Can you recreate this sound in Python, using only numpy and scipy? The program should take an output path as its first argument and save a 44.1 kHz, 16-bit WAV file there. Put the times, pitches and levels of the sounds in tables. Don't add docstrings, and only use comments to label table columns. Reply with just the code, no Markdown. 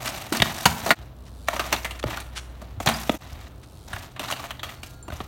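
import sys
import numpy as np
from scipy import signal
from scipy.fft import rfft, irfft, next_fast_len
from scipy.io import wavfile
from scipy.ndimage import map_coordinates

SR = 44100
rng = np.random.default_rng(int(sys.argv[2]) if len(sys.argv) > 2 else 0)


def materialize(psi):
    bounded = np.clip(np.atleast_2d(psi).T, -1, 1)
    quanta = np.round(bounded * 32767).astype(np.int16)
    wavfile.write(sys.argv[1], SR, quanta)


N = 232715
TIME = np.arange(N) / SR
AGE = np.arange(SR // 2) / SR

ATTEMPT_STARTS = [0, .95, 3.182, 5.3]
DIP_DB, FADE_OUT_S, FADE_IN_S = -29.5, 0.028, 0.036

# time_s, deep_tone_db, upper_tone_db
DRONE_LEVELS = [(0, -47, -42.5), (.93, -62, -76), (1.0, -43.5, -49), (1.5, -39, -63.5), (3.0, -39, -53.5),
                (3.4, -47, -55), (4.6, -61, -47), (5.28, -41, -51.5)]
# frequency_hz, relative_level_db
BREEZE_SPECTRUM = [(100, -9), (260, -3), (500, -2), (800, -7), (1300, -11.5), (2000, -23), (3500, -22),
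                   (6000, -33.5), (10000, -53.5), (15500, -31.5)]
# frequency_hz, relative_level_db
RUMBLE_SPECTRUM = [(20, -40.5), (35, 1), (55, -3.5), (100, 0.5), (150, -11), (300, -16), (800, -47)]

# start_s, length_s, mid_slide_grind_db, grit_db (relative to the grind), run_out_t60_s
SLIDES = [(0, 0.21, -37, -3.5, 1), (0.326, .16, -33.5, -4, 0.874), (0.534, 0.35, -39.5, -0.5, 0.33),
          (0.828, 0.075, -37.5, -8.5, 0.323), (0.957, 0.026, -49.5, -9, .6), (1.48, 0.3, -38, -5, 0.4),
          (1.716, 0.032, -26, -11.5, 0.16), (1.852, 0.11, -45.5, -10, 0.24),
          (2.057, 0.15, -38.5, -8.5, 0.19), (2.234, 0.52, -54, -10, .4), (2.807, 0.017, -43, 0.5, 0.18),
          (2.884, 0.047, -32.5, -6.5, 0.65), (2.99, 0.18, -45.5, 4, 0.12), (3.201, 0.22, -48, -6, 0.59),
          (3.872, 0.17, -44.5, -5, 0.45), (4.197, 0.14, -37, -4.5, 0.18), (4.352, .11, -41, -8, 0.49),
          (4.625, 0.11, -46.5, -4, 0.54), (4.83, 0.043, -55.5, 5, 0.64), (5.109, 0.11, -46.5, -4.5, 0.31)]
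BITE_S, SLOWING_DB_PER_S = 0.011, 5.5
# frequency_hz, relative_level_db
GRIND_SPECTRUM = [(60, -34), (110, -7.5), (220, 0.5), (450, -7.5), (700, 0.5), (900, -1.5), (1400, -5),
                  (2400, -6), (4000, -8.5), (9000, -43)]
# frequency_hz, relative_level_db
GRIT_SPECTRUM = [(1200, -26.5), (2700, -13.5), (4000, -14), (5200, -1.5), (7500, -1), (10300, -6.5),
                 (12500, -2), (15500, -8.5)]
# frequency_hz, width_hz, typical_level_db
FRAME_RESONANCES = [(293, 73, -3), (670, 200, -3), (776, 51, -18), (1200, 290, -5), (1440, 120, -11.5),
                    (1845, 270, -7), (2310, 81, -8.5), (2804, 160, -6.5), (3310, 120, -12),
                    (3815, 740, -4.5), (4530, 250, -10), (5970, 640, -11.5), (6800, 630, -17.5),
                    (9200, 2500, -9.5)]
RATTLES_PER_S, RATTLE_T60_S, RATTLE_DB = 55, 0.022, -6.5

# start_s, strength_db, struck_part_pitch_hz, chatter_t60_s (before a common scaling in clacks),
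# knock_db, crack_db (both relative to the strength)
BLOWS = [(0.056, -29, 2760, .09, -9, -1.5), (0.324, -23, 970, 0.098, -31, -1.5),
         (0.347, -26, 1510, 0.091, -7, -6), (0.369, -34.5, 885, 0.0257, -4, 7.5),
         (0.4, -22, 2000, 0.01386, -15, -14.5), (0.42, -11.5, 3500, .026, -13.5, -10.5),
         (0.655, -9, 944, 0.071, -13, -4.5), (0.861, -24.5, 920, 0.15, 2, -3),
         (0.89, -32, 810, .06, 4.5, 2.5), (0.9057, -9.5, 1940, 0.066, -7.5, -9.5),
         (1.484, -17.5, 1343, .02, -16.5, -11), (1.531, -28, 900, 0.16, -4.5, -10),
         (1.564, -29.5, 1210, 0.038, -8, -7), (1.594, -20, 1110, 0.083, -10.5, -8.5),
         (1.726, -18.5, 2330, 0.036, -7, -2.5), (1.846, -24, 2060, .08, -12.5, -8),
         (1.908, -32, 2940, 0.074, -16.5, -7.5), (2.027, -34, 3330, .028, -23, -12),
         (2.038, -26.5, 870, .02, 4, -13), (2.105, -34, 1230, .042, -17, -10),
         (2.13, -31.5, 2220, 0.12, -30, -13.5), (2.171, -30, 1450, 0.027, -30, -7.5),
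         (2.201, -40, 2400, .06, -15, 2), (2.616, -41, 740, 0.068, 3.5, -7),
         (2.801, -29.5, 780, 0.037, 0, -8.5), (2.86, -22.5, 796, 0.082, -2, -1.5),
         (2.872, -16, 4140, 0.051, -9, -12.5), (2.887, -16.5, 796, 0.073, -12, -8),
         (3.0941, -20.5, 714, 0.017, 5.5, -17.5), (3.93, -28.5, 1620, 0.06, -24, -12),
         (3.962, -31.5, 696, 0.055, -21, -19.5), (4.162, -37.5, 1210, 0.085, -9, -17),
         (4.194, -28.5, 2980, 0.049, -4.5, -6), (4.283, -43.5, 1110, .09, -22, 0),
         (4.301, -29.5, 1070, .035, -25, -7), (4.31, -29, 3100, .061, -10, -0.5),
         (4.323, -25.5, 2970, 0.032, -7, -8), (4.397, -34.5, 1130, .072, -11, -9.5),
         (4.439, -32, 680, 0.098, -12, -10), (4.506, -29.5, 2980, .047, -19, -9),
         (4.593, -36, 3400, 0.068, -19, -14), (4.631, -27.5, 3250, 0.1, -14, -8.5),
         (4.691, -36.5, 1900, 0.054, -33, -11), (4.831, -35.5, 2550, 0.061, -9.5, -3.5),
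         (5.08, -39.5, 1090, 0.042, 4.5, -9.5), (5.102, -38, 1490, .025, -4, -12.5),
         (5.122, -36.5, 1230, .03, -3, -16.5), (5.203, -33, 1140, 0.037, 2.5, -21.5)]
# frequency_hz, relative_level_db
CRACK_SPECTRUM = [(2500, -33), (4200, 2), (6500, 3.5), (8500, 1.5), (10300, -3.5), (12500, 0), (15500, -3)]
# start_s, nominal_length_s, level_db (before the swell)
SKIDS = [(0.068, 0.014, -26), (1.249, 0.037, -52), (1.469, 0.018, -39), (1.988, 0.015, -37.5),
         (2.35, 0.041, -32), (3.622, 0.027, -50)]
REBOUND_S, REBOUND_DB, REBOUND_T60_S = .044, -20.5, 0.059
# pitch_hz, relative_level_db, t60_s
TUBE_MODES = [(1433, -4, 0.63), (1720, -3.5, 0.79), (1890, 3.5, 0.23), (2110, -2, 0.36), (2707, -3, 0.19),
              (3700, 4, 0.45), (4300, -14, 0.74)]
# frequency_hz, t60_s
BANK_DECAY = [(150, 0.6), (1000, 0.57), (4000, 0.23), (14000, 0.65)]

# start_s, level_db (before the attack), pitch_hz, t60_s
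THUDS = [(.322, -10.5, 322, 0.031), (.402, -17.5, 116, 0.13), (.424, -9, 143, 0.036),
         (.658, -7.5, 175, 0.038), (.664, -22, 75, .19), (.83, -25.5, 95, 0.11), (.908, -18, 220, 0.081),
         (1.732, -32, 121, 0.087), (2.056, -17, 113, 0.078), (2.778, -25, 91, 0.17),
         (2.872, -11, 147, 0.047), (3.097, -19, 216, 0.023), (3.326, -22, 73, 0.076),
         (3.937, -25, 97, 0.15), (5.102, -25, 128, 0.044), (5.126, -21, 84, .088), (5.203, -29, 70, 0.089)]
# start_s, level_db (before the attack)
TYRE_BOUNCES = [(0.336, -25), (0.502, -30), (0.662, -30.5), (2.873, -24.5)]
TYRE_HZ, TYRE_T60_S = 226, .55

# start_s, length_s, hub_level_db (halfway through the spin-up)
COASTS = [(1.141, .34, -53), (3.534, .34, -53)]
SLOW_TICKS_PER_S, FAST_TICKS_PER_S, SPIN_UP_S = 38, 106, .24
TICK_RISE_DB = 6

# start_s, level_db (before the attack), pitch_hz, t60_s
PINGS = [(2.94, -25, 4860, .07), (4.632, -56.5, 4400, 3.9), (4.833, -56, 1400, 3.7),
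         (4.833, -57, 1631, 1.1), (4.833, -59.5, 3914, 1.7), (5.027, -35, 7330, 0.052),
         (5.027, -42, 9120, 0.075)]

# frequency_hz, gain_db
MICROPHONE_RESPONSE = [(360, -1), (480, -3.5), (620, 0), (800, -0.5), (1650, -0.5), (1950, -0.5),
                       (2400, -1), (10000, -2.5), (13000, 0.5)]
TOP_HZ = 16100


def amp(db):
    return 10 ** (np.asarray(db) / 20)


def unit(x):
    return x / np.sqrt(np.mean(x ** 2) + 1e-20)


def blow(x):
    return x / np.linalg.norm(x) * np.sqrt(SR / 100)


def fade(t, t60):
    return 1000 ** (-t / np.maximum(t60, .002))


def along(points, hz):
    point_hz, value = np.transpose(points)
    return np.interp(np.log(hz + 1), np.log(point_hz + 1), value)


def curves(rows):
    time_s, *columns = np.transpose(rows)
    return [np.interp(TIME, time_s, column) for column in columns]


def wobble(rate):
    knots = rng.standard_normal(int(N * rate / SR) + 4)
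    return map_coordinates(knots, [TIME * rate])


def add(track, s, sound):
    part = track[max(round(s * SR), 0):][:len(sound)]
    part += sound[:len(part)]


def colour(x, gain):
    m = 2 * next_fast_len(len(x) // 2 + 2048)
    wanted = np.maximum(gain(np.fft.rfftfreq(m, 1 / SR)), 1e-6)
    cepstrum = irfft(np.log(wanted))
    cepstrum[1:m // 2] *= 2
    cepstrum[m // 2 + 1:] = 0
    return irfft(rfft(x, m) * np.exp(rfft(cepstrum)))[:len(x)]


def hump(hz, centre_hz, q):
    return 1 / np.hypot(1, q * ((hz + 1) / centre_hz - centre_hz / (hz + 1)))


def band(hz, low_hz, high_hz):
    return 1 / np.sqrt((1 + (low_hz / (hz + 1)) ** 10) * (1 + (hz / high_hz) ** 10))


def frame(hz, vary_db, between_db):
    gain = amp(between_db)
    variations = rng.normal(0, 1, len(FRAME_RESONANCES)) * vary_db
    for (centre_hz, width_hz, db), variation in zip(FRAME_RESONANCES, variations):
        gain = gain + amp(db + variation) / (1 + (2 * (hz - centre_hz) / width_hz) ** 2)
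    return gain


def grains(size, rate, spread_db):
    contact = rng.random(size) < rate / SR
    return contact * rng.standard_normal(size) * amp(spread_db * rng.standard_normal(size))


def rings(rows, attack):
    out = np.zeros(N)
    for s, db, hz, t60 in rows:
        tone = np.sin(2 * np.pi * hz * AGE) * fade(AGE, t60)
        add(out, s, amp(db) * tone * (1 - np.exp(-AGE / attack)))
    return out


def drone_tone(hz, drift):
    phase = 2 * np.pi * np.cumsum(hz + drift * wobble(10)) / SR
    return np.sqrt(2) * np.sin(phase) * amp(wobble(16))


def air_noise(spectrum):
    return unit(colour(rng.standard_normal(N), lambda hz: amp(along(spectrum, hz))))


def outdoors():
    deep_db, upper_db = curves(DRONE_LEVELS)
    deep = amp(deep_db) * drone_tone(hz=60.4, drift=0.41)
    upper = amp(upper_db) * drone_tone(hz=126.8, drift=1.05)
    return deep + upper + amp(-52.5) * air_noise(BREEZE_SPECTRUM) + amp(-44.5) * air_noise(RUMBLE_SPECTRUM)


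def slide_levels():
    grind_power, grit_power = np.zeros(N), np.zeros(N)
    t = TIME[:3 * SR // 2]
    for s, length, db, grit_db, t60 in SLIDES:
        slowing = amp(db - SLOWING_DB_PER_S * (t - length / 2))
        run_out = fade(np.maximum(t - length, 0), t60)
        gain = slowing * np.minimum(t / BITE_S, 1) * run_out
        add(grind_power, s, gain ** 2)
        add(grit_power, s, (gain * amp(grit_db)) ** 2)
    return np.sqrt(grind_power), np.sqrt(grit_power)


def rattle():
    t = AGE[:SR // 20]
    taps = np.zeros(N)
    for when, size in rng.random((int(RATTLES_PER_S * N / SR), 2)):
        tap = rng.standard_normal(len(t)) * fade(t, RATTLE_T60_S)
        add(taps, when * N / SR, amp(11 * size ** 2) * tap)
    return unit(colour(taps, lambda hz: band(hz, 650, 5500) * frame(hz, vary_db=1.5, between_db=-16.5)))


def sand():
    t = AGE[:SR // 60]
    count = int(700 * N / SR)
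    start, pitch, life, size = rng.random((count, 4)).T[..., None]
    hz = 2400 * (15500 / 2400) ** (pitch ** 1.3)
    cycles = 5 * 8 ** life
    strength = amp(7.4 * size ** 4 + along(GRIT_SPECTRUM, hz) / 2) / np.sqrt(cycles)
    ticks = strength * np.sin(2 * np.pi * hz * t) * fade(t * hz, cycles)
    where = (start * N).astype(int) + np.arange(len(t))
    return unit(np.bincount(where.ravel(), ticks.ravel(), N)[:N])


def sliding():
    grind_gain, grit_gain = slide_levels()
    catching_db = 1.28 * wobble(110)

    def grind_colour(hz):
        return amp(along(GRIND_SPECTRUM, hz)) * frame(hz, vary_db=3.5, between_db=10.0)

    def dust_colour(hz):
        return amp(along(GRIT_SPECTRUM, hz)) * frame(hz, vary_db=4.5, between_db=-6)

    grind = unit(colour(grains(N, rate=3000, spread_db=1.5), grind_colour))
    dust = unit(colour(grains(N, rate=5500, spread_db=0), dust_colour))
    grit = unit(dust + sand())
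    metal = amp(catching_db) * grind + amp(RATTLE_DB) * rattle()
    return grind_gain * metal + grit_gain * amp(2.4 * catching_db) * grit


def clacks():
    out, t = np.zeros(N), AGE[:SR // 6]
    for s, db, pitch_hz, t60, knock_db, crack_db in BLOWS:
        pressure = fade(np.maximum(t - .002, 0), 0.94 * t60)
        chatter = grains(len(t), rate=14000, spread_db=2) * pressure * (1 - np.exp(-t / 0.00024))
        crushed = grains(len(t), rate=12000, spread_db=0.5) * pressure * (1 - np.exp(-t / 0.00075))

        def knock_colour(hz):
            return band(hz, 181, 342) + amp(-4.5) * band(hz, 480, 850)

        def clack_colour(hz):
            struck_part = hump(hz, pitch_hz, q=0.26) + 2.3 * hump(hz, pitch_hz, q=13.3)
            return band(hz, 600, 3470) * struck_part * frame(hz, vary_db=6.0, between_db=-2.5)

        def crack_colour(hz):
            return amp(along(CRACK_SPECTRUM, hz)) * frame(hz, vary_db=6.5, between_db=-9)

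        knock = amp(knock_db) * blow(colour(chatter, knock_colour))
        clack = blow(colour(chatter, clack_colour))
        crack = amp(crack_db) * blow(colour(crushed, crack_colour))
        add(out, s, amp(db) * (clack + knock + crack))
    return out


def scuffs():
    out = np.zeros(N)
    for s, length, db in SKIDS:
        contacts = grains(len(AGE), rate=6000, spread_db=0.0)
        rub = colour(contacts, lambda hz: hump(hz, 2270, q=0.62) * band(hz, 500, 9700))
        swell = np.interp(AGE / length, [0, .7, 1.3], [0, 1.3, 0])
        add(out, s, amp(db) * swell * unit(rub))
    return out


def tubes(contacts):
    t = TIME[:SR]
    ring = sum(amp(db) * np.sin(2 * np.pi * hz * t) * fade(t, t60) for hz, db, t60 in TUBE_MODES)
    return amp(-32.5) * signal.fftconvolve(contacts, ring / np.linalg.norm(ring))[:N]


def banks(x):
    noise = rng.standard_normal(SR // 2)
    hz, t, cells = signal.stft(noise, SR, nperseg=256)
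    scatter = 1 - 0.26 * hump(hz, 690, q=0.97)
    decay = fade(t, along(BANK_DECAY, hz)[:, None])
    tail = signal.istft(cells * scatter[:, None] * decay, SR, nperseg=256)[1][:len(AGE)]
    tail = tail * (1 - np.exp(-AGE / 0.012))
    return amp(-11) * signal.fftconvolve(x, tail / np.linalg.norm(tail))[:N]


def rebounds(hits):
    t = AGE[:SR // 10]
    chatter = grains(len(t), rate=2300, spread_db=2) * fade(t, REBOUND_T60_S)
    blurred = signal.fftconvolve(hits, chatter / np.linalg.norm(chatter))[:N]
    out = np.zeros(N)
    add(out, REBOUND_S, blurred)
    return amp(REBOUND_DB) * out


def landings():
    booms = [(s, db, TYRE_HZ, TYRE_T60_S) for s, db in TYRE_BOUNCES]
    return rings(THUDS, attack=0.00033) + rings(booms, attack=0.0017)


def dips():
    gain = np.ones(N)
    for start in ATTEMPT_STARTS[1:-1]:
        gain = gain * np.interp(TIME - start, [-FADE_OUT_S, 0, FADE_IN_S], [1, amp(DIP_DB), 1])
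    return gain


def freewheel():
    out, t = np.zeros(N), AGE[:SR // 25]
    for s, length, db in COASTS:
        spin = np.clip((TIME - s) / SPIN_UP_S, 0, 1)
        rate = SLOW_TICKS_PER_S + (FAST_TICKS_PER_S - SLOW_TICKS_PER_S) * spin
        in_air = (TIME > s) * (TIME < s + length)
        teeth_passed = np.floor(np.cumsum(rate * in_air) / SR)
        for i in np.flatnonzero(np.diff(teeth_passed)):
            snap = rng.standard_normal(len(t)) * fade(t, 0.031) * (1 - np.exp(-t / 0.00033))
            tick_db = db + TICK_RISE_DB * (spin[i] - 0.5) + rng.normal(0, 1)
            add(out, i / SR, amp(tick_db) * blow(snap))

    def hub_colour(hz):
        resonances = 0.072 + hump(hz, 4000, q=3.2) + .5 * hump(hz, 9000, q=3.3)
        return band(hz, 1900, 12900) * resonances

    return colour(out, hub_colour)


def pings():
    return rings(PINGS, attack=0.00024)


def scene():
    hits = clacks()
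    contacts = hits + scuffs() + pings()
    low = landings()
    out = contacts + low + sliding() + freewheel() + outdoors()
    for start, end in zip(ATTEMPT_STARTS, ATTEMPT_STARTS[1:]):
        during = (TIME >= start) & (TIME < end)
        falling_back = rebounds(during * hits)
        ringing = tubes(during * contacts)
        echo = banks(during * (contacts + amp(1.5) * low))
        out += during * (falling_back + ringing + echo)
    return (out * dips())[None]


def record(dry):
    coloured = colour(dry[0], lambda hz: amp(along(MICROPHONE_RESPONSE, hz)))
    bass_cut = signal.butter(3, 42, "highpass", fs=SR, output="sos")
    thin = signal.sosfilt(bass_cut, coloured)
    rounded = thin / (1 + np.abs(thin) ** 6) ** (1 / 6)
    m = next_fast_len(N + SR // 2)
    in_band = np.fft.rfftfreq(m, 1 / SR) < TOP_HZ
    return irfft(rfft(rounded, m) * in_band, m)[None, :N]


dry = scene()
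out = record(dry)
materialize(out)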